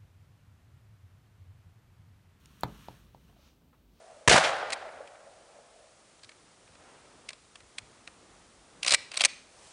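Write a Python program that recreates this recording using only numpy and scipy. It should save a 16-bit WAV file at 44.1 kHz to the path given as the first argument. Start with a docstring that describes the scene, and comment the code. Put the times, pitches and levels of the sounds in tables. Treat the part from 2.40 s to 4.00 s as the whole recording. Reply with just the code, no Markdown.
"""A metal snap fastener, on a strap screwed to a hollow wall, is pulled open in a small room. It ticks under
the strain, then pops: the impulse excites the normal modes of its cap, of the wall and of the room. The freed
strap swings back and knocks twice on the wall, and the room reverberates after each impact. A bundle of cables
slides out with a friction hiss and is handled, with soft pats and sleeve rustle, over a low room rumble."""
import sys
import numpy as np
from scipy import signal
from scipy.io import wavfile

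SR = 44100
rng = np.random.default_rng(int(sys.argv[2]) if len(sys.argv) > 2 else 0)


def to_wav(sig):
    """Store sig (one row per channel, or 1-D mono) as 16-bit WAV at the path in sys.argv[1].

    Samples outside -1..1 are clipped; the rate is SR.
    """
    pcm = np.clip(np.atleast_2d(sig), -1, 1) * 32767
    pcm = np.round(pcm).astype(np.int16)
    wavfile.write(sys.argv[1], SR, pcm.T)  # frames by channels


N = 70560
TIME = np.arange(N) / SR
TOP_HZ = 15800   # upper limit of the cap's crack and of the microphone


# Slips of the strained fastener. Each row: start in seconds, gain in dB, lower and upper band edge
# in Hz, decay time T60 in seconds.
STRAIN_TICKS = [(0.0581, -43, 1020, 8700, 0.008), (0.2088, -41, 6840, 14470, 0.014)]
def fastener():
    """Release of elastic energy: small slips tick, then the pop rings the cap and jolts the wall."""
    pop_s = 0.2337
    ticks = sum(crack(*row) for row in STRAIN_TICKS)
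    return ticks + cap(pop_s, db=2.5) + wall(pop_s, db=-0.5, contact_hz=2680)


# Modes of the metal cap. Each row: frequency in Hz, relative level in dB, T60 in seconds.
METAL_CAP_MODES = [(2255, -48, 0.048), (2656, -42, 0.017), (3200, -42.5, 0.03), (3550, -43.5, 0.05),
                   (3927, -33, .012), (4050, -29, 0.0085), (4330, -37.5, 0.016), (5420, -58, .015),
                   (6950, -47, 0.02), (8720, -49, .012), (14400, -42, .008)]
def cap(start_s, db):
    """Free vibration: the cap slips over its stud with a crack and rings in damped normal modes."""
    rise = ramp(start_s, rise_s=0.00044)
    modes = sum(from_db(mode_db) * ring(start_s, hz, t60) for hz, mode_db, t60 in METAL_CAP_MODES)
    slip = crack(start_s, db=-43.5, low_hz=2900, high_hz=TOP_HZ, t60=0.028)
    return from_db(db) * rise * (modes + slip)


# Modes rung by each impact on the wall: the panel's own, while the slow low ones up to about 420 Hz belong to
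# the room. Each row: frequency in Hz, relative level in dB, T60 in seconds.
WALL_AND_ROOM_MODES = [(60, -53, 0.37), (124.1, -31, 0.19), (169.1, -39.5, 0.39), (213.3, -45, 0.35),
                       (301.8, -42.5, 0.19), (361, -40, 0.017), (418.6, -47.5, 0.31), (488.5, -38, 0.068),
                       (737, -45, 0.15), (878, -19.5, 0.0093), (962, -17, 0.012), (1090, -29.5, 0.017),
                       (1201, -26, 0.023), (1774, -40.5, 0.036), (2055, -46, 0.057)]
def wall(start_s, db, contact_hz):
    """Dispersion of bending waves: low modes arrive later. A soft contact cuts the high ones."""
    modes = 0
    for hz, mode_db, t60 in WALL_AND_ROOM_MODES:
        delay_s = 0.000806 * (1000 / hz) ** 0.8
        modes = modes + from_db(mode_db) * ring(start_s + delay_s, hz, t60)
    return -from_db(db) * butter(modes, contact_hz, "low", order=6)


# Knocks of the strap. Each row: start in seconds, wall gain in dB, contact cutoff in Hz, clink gain in dB.
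STRAP_KNOCKS = [(0.4837, -13.5, 1000, -44), (0.7462, -24.5, 1000, -56)]
def strap():
    """Impact excitation: the loose end swings against the wall, and the cap on it clinks faintly."""
    out = 0
    for start_s, wall_db, contact_hz, clink_db in STRAP_KNOCKS:
        clink = crack(start_s, clink_db, low_hz=1340, high_hz=4870, t60=0.03)
        out = out + wall(start_s, wall_db, contact_hz) + clink
    return out


# Loudness of the sliding cables. Each row: time in seconds, level in dB.
SLIDE_LEVEL = [(0, -69), (.09, -67.5), (.2, -65.5), (.3, -62), (.43, -60), (.55, -63), (.64, -69),
               (.72, -74), (.9, -71.5), (1.15, -89.5)]
# Spectrum of their hiss. Each row: frequency in Hz, relative spectral density in dB.
SLIDE_COLOUR = [(300, 0.5), (750, -16), (1050, 2.5), (1300, 1.5), (1750, -1), (2200, -5.5), (3000, 0),
                (3500, -5.5), (4100, -3), (4900, -13.5), (5900, -6.5), (7500, -14.5), (9000, -11),
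                (10500, -16.5), (13000, -13), (16000, -22)]
def cable_slide():
    """Sliding friction: the bundle hisses as it rubs through the strap."""
    return level(SLIDE_LEVEL) * friction(SLIDE_COLOUR)


# Pats of the cable loops. Each row: start in seconds, note level in dB, pitch in Hz, scuff level in dB.
LOOP_PATS = [(0.892, -52, 700, -68.5), (0.927, -55.5, 760, -73), (0.961, -53.5, 677, -68),
             (0.989, -50.5, 580, -75), (1.207, -78, 1010, -71.5), (1.326, -59, 870, -60)]
def cable_pats():
    """Heavily damped collisions: loops meet softly, each with a dull note and a scuff of noise."""
    out = 0
    for start_s, note_db, hz, scuff_db in LOOP_PATS:
        note = from_db(note_db) * ring(start_s, hz, t60=0.033)
        scuff = from_db(scuff_db) * decay(start_s, t60=0.14) * noise_band(hz, edge_ratio=1.68)
        out = out + ramp(start_s, rise_s=0.0066) * (note + scuff)
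    return out


# Brushes of the sleeve. Each row: peak time in seconds, Gaussian width in seconds, peak level in dB.
SLEEVE_BRUSHES = [(.88, 0.11, -86.5), (1.058, 0.058, -67), (1.6, 0.05, -72)]
# Spectrum of rubbing cloth. Each row: frequency in Hz, relative spectral density in dB.
CLOTH_COLOUR = [(400, -1), (1200, 2), (2000, -4.5), (2800, 2), (3400, -1), (4000, 2.5), (4800, -3.5),
                (5800, -1), (8000, -13.5), (16000, -16)]
def sleeve():
    """Friction of cloth: the rustle swells and fades as the arms move."""
    swell = sum(from_db(db) * np.exp(-0.5 * ((TIME - peak_s) / width_s) ** 2)
                for peak_s, width_s, db in SLEEVE_BRUSHES)
    return swell * friction(CLOTH_COLOUR)


# Strength of the reflections. Each row: frequency in Hz, gain in dB.
REVERB_GAIN = [(100, -36), (200, -4.5), (400, -9), (580, -15), (760, -13.5), (1000, -17), (1300, -13),
               (2500, -12.5), (4000, -18.5), (8000, -23), (16000, -25)]
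# Reverberation time. Each row: frequency in Hz, T60 in seconds.
REVERB_T60 = [(100, 0.57), (800, 0.3), (4000, 0.088), (16000, 0.12)]
def room(x):
    """Reverberation: diffuse reflections follow a short gap and die faster in the treble."""
    gap_s = 0.0071
    response = 0
    for hz, band in bands(rng.standard_normal((2, N))):
        tail = decay(gap_s, at_hz(REVERB_T60, hz))
        response = response + from_db(at_hz(REVERB_GAIN, hz)) * band * tail / np.linalg.norm(tail)
    return signal.fftconvolve(x, response)[:N]


# Resonances of the deep rumble. Each row: frequency in Hz, relative level in dB, T60 in seconds.
DEEP_MODES = [(52.3, -4, 1), (69.9, -5.5, 0.23)]
# Loudness of the rumble during the movement. Each row: time in seconds, level in dB.
RUMBLE_LEVEL = [(0, -57.5), (.15, -65.5), (.3, -55.5), (.46, -62), (.58, -65), (.64, -55), (.72, -53.5),
                (.8, -64), (.92, -62.5), (1.05, -66), (1.3, -69.5), (1.55, -66)]
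def rumble():
    """Forced resonance: noise drives two deep modes, and their level rises and falls."""
    response = sum(from_db(db) * rms_one(ring(0, hz, t60)) for hz, db, t60 in DEEP_MODES)
    driven = signal.fftconvolve(rng.standard_normal(2 * N - 1), response, "valid")
    return level(RUMBLE_LEVEL) * rms_one(butter(driven, 38, "high", order=4))


# Loudness of the low murmur. Each row: time in seconds, level in dB.
MURMUR_LEVEL = [(0, -66.5), (.2, -65.5), (.55, -62.5), (.7, -67.5), (.84, -65.5), (.97, -63), (1.08, -83),
                (1.6, -91)]
def murmur():
    """Amplitude-modulated narrow-band noise: the soft, low sound of movement."""
    return level(MURMUR_LEVEL) * noise_band(136.6, edge_ratio=1.255)


# Spectrum of the steady room noise. Each row: frequency in Hz, relative spectral density in dB.
AMBIENT_COLOUR = [(25, -14), (60, -1), (100, -10), (150, -3), (200, -5), (300, -10), (600, -19),
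                  (1300, -26), (2000, -29.5), (3000, -28), (4000, -30), (5000, -33), (7500, -36.5),
                  (9000, -34.5), (10500, -40), (13000, -33), (16000, -37)]
def ambient_noise():
    """Stationary broadband noise, strongest in the bass."""
    return from_db(-66) * coloured(rng.standard_normal((2, N)), AMBIENT_COLOUR)


def crack(start_s, db, low_hz, high_hz, t60):
    """Transient of a sudden slip: a decaying, band-limited burst of noise."""
    burst = rng.standard_normal(N) * decay(start_s, t60)
    return from_db(db) * butter(burst, [low_hz, high_hz], "band", order=3)


def friction(spectrum, grains_per_s=900, grain_db=-5):
    """Stick-slip friction: tiny random impulses within a smooth rubbing hiss."""
    grains = rng.standard_normal((2, N)) * (rng.random((2, N)) < grains_per_s / SR)
    hiss = rng.standard_normal((2, N))
    return coloured(hiss + from_db(grain_db) * rms_one(grains), spectrum)


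def ring(start_s, hz, t60):
    """Impulse response of one mode: a damped sinusoid."""
    return decay(start_s, t60) * np.sin(2 * np.pi * hz * (TIME - start_s))


def decay(start_s, t60):
    """Exponential decay from a sudden start, 60 dB in t60 seconds."""
    age = TIME - start_s
    return (age >= 0) * from_db(-60 * np.maximum(age, 0) / t60)


def ramp(start_s, rise_s):
    """Linear attack from 0 to 1."""
    return np.clip((TIME - start_s) / rise_s, 0, 1)


def noise_band(hz, edge_ratio):
    """Band-limited noise around hz, at unit rms."""
    return rms_one(butter(rng.standard_normal(N), [hz / edge_ratio, hz * edge_ratio], "band"))


def coloured(pair, spectrum):
    """Spectral shaping of a pair of noises into one, at unit rms."""
    return rms_one(sum(from_db(at_hz(spectrum, hz)) * band for hz, band in bands(pair)))


def bands(pair):
    """Filter bank giving (centre in Hz, band), fed alternately by two independent noises."""
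    edges = np.concatenate([np.geomspace(22, 900, 13)[:-1], np.geomspace(900, 18000, 23)])
    return [(np.sqrt(low * high), butter(pair[k % 2], [low, high], "band"))
            for k, (low, high) in enumerate(zip(edges, edges[1:]))]


def butter(x, hz, kind, order=2):
    """Causal Butterworth filter."""
    return signal.sosfilt(signal.butter(order, hz, kind, fs=SR, output="sos"), x)


def level(rows):
    """Gain over time, interpolated in decibels."""
    return from_db(np.interp(TIME, *np.transpose(rows)))


def at_hz(rows, hz):
    """Interpolation on a log-frequency axis."""
    frequencies, values = np.transpose(rows)
    return np.interp(np.log(hz), np.log(frequencies), values)


def from_db(db):
    """Decibels to amplitude ratio."""
    return 10 ** (np.asarray(db) / 20)


def rms_one(x):
    """Normalisation to unit rms."""
    return x / np.sqrt(np.mean(x ** 2) + 1e-20)


def scene():
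    """Superposition of the impacts, their reverberation, the handling noise and the background."""
    impacts = fastener() + strap()
    reflections = room(impacts)
    handling = cable_slide() + cable_pats() + sleeve()
    background = rumble() + murmur() + ambient_noise()
    return (impacts + reflections + handling + background)[None]


def record(dry):
    """Band limiting: the microphone loses the deepest bass, and the top is cut steeply."""
    thinned = butter(dry, 44.3, "high", order=3)
    return signal.sosfilt(signal.ellip(10, 0.1, 70, TOP_HZ, fs=SR, output="sos"), thinned)


dry = scene()
out = record(dry)
to_wav(out)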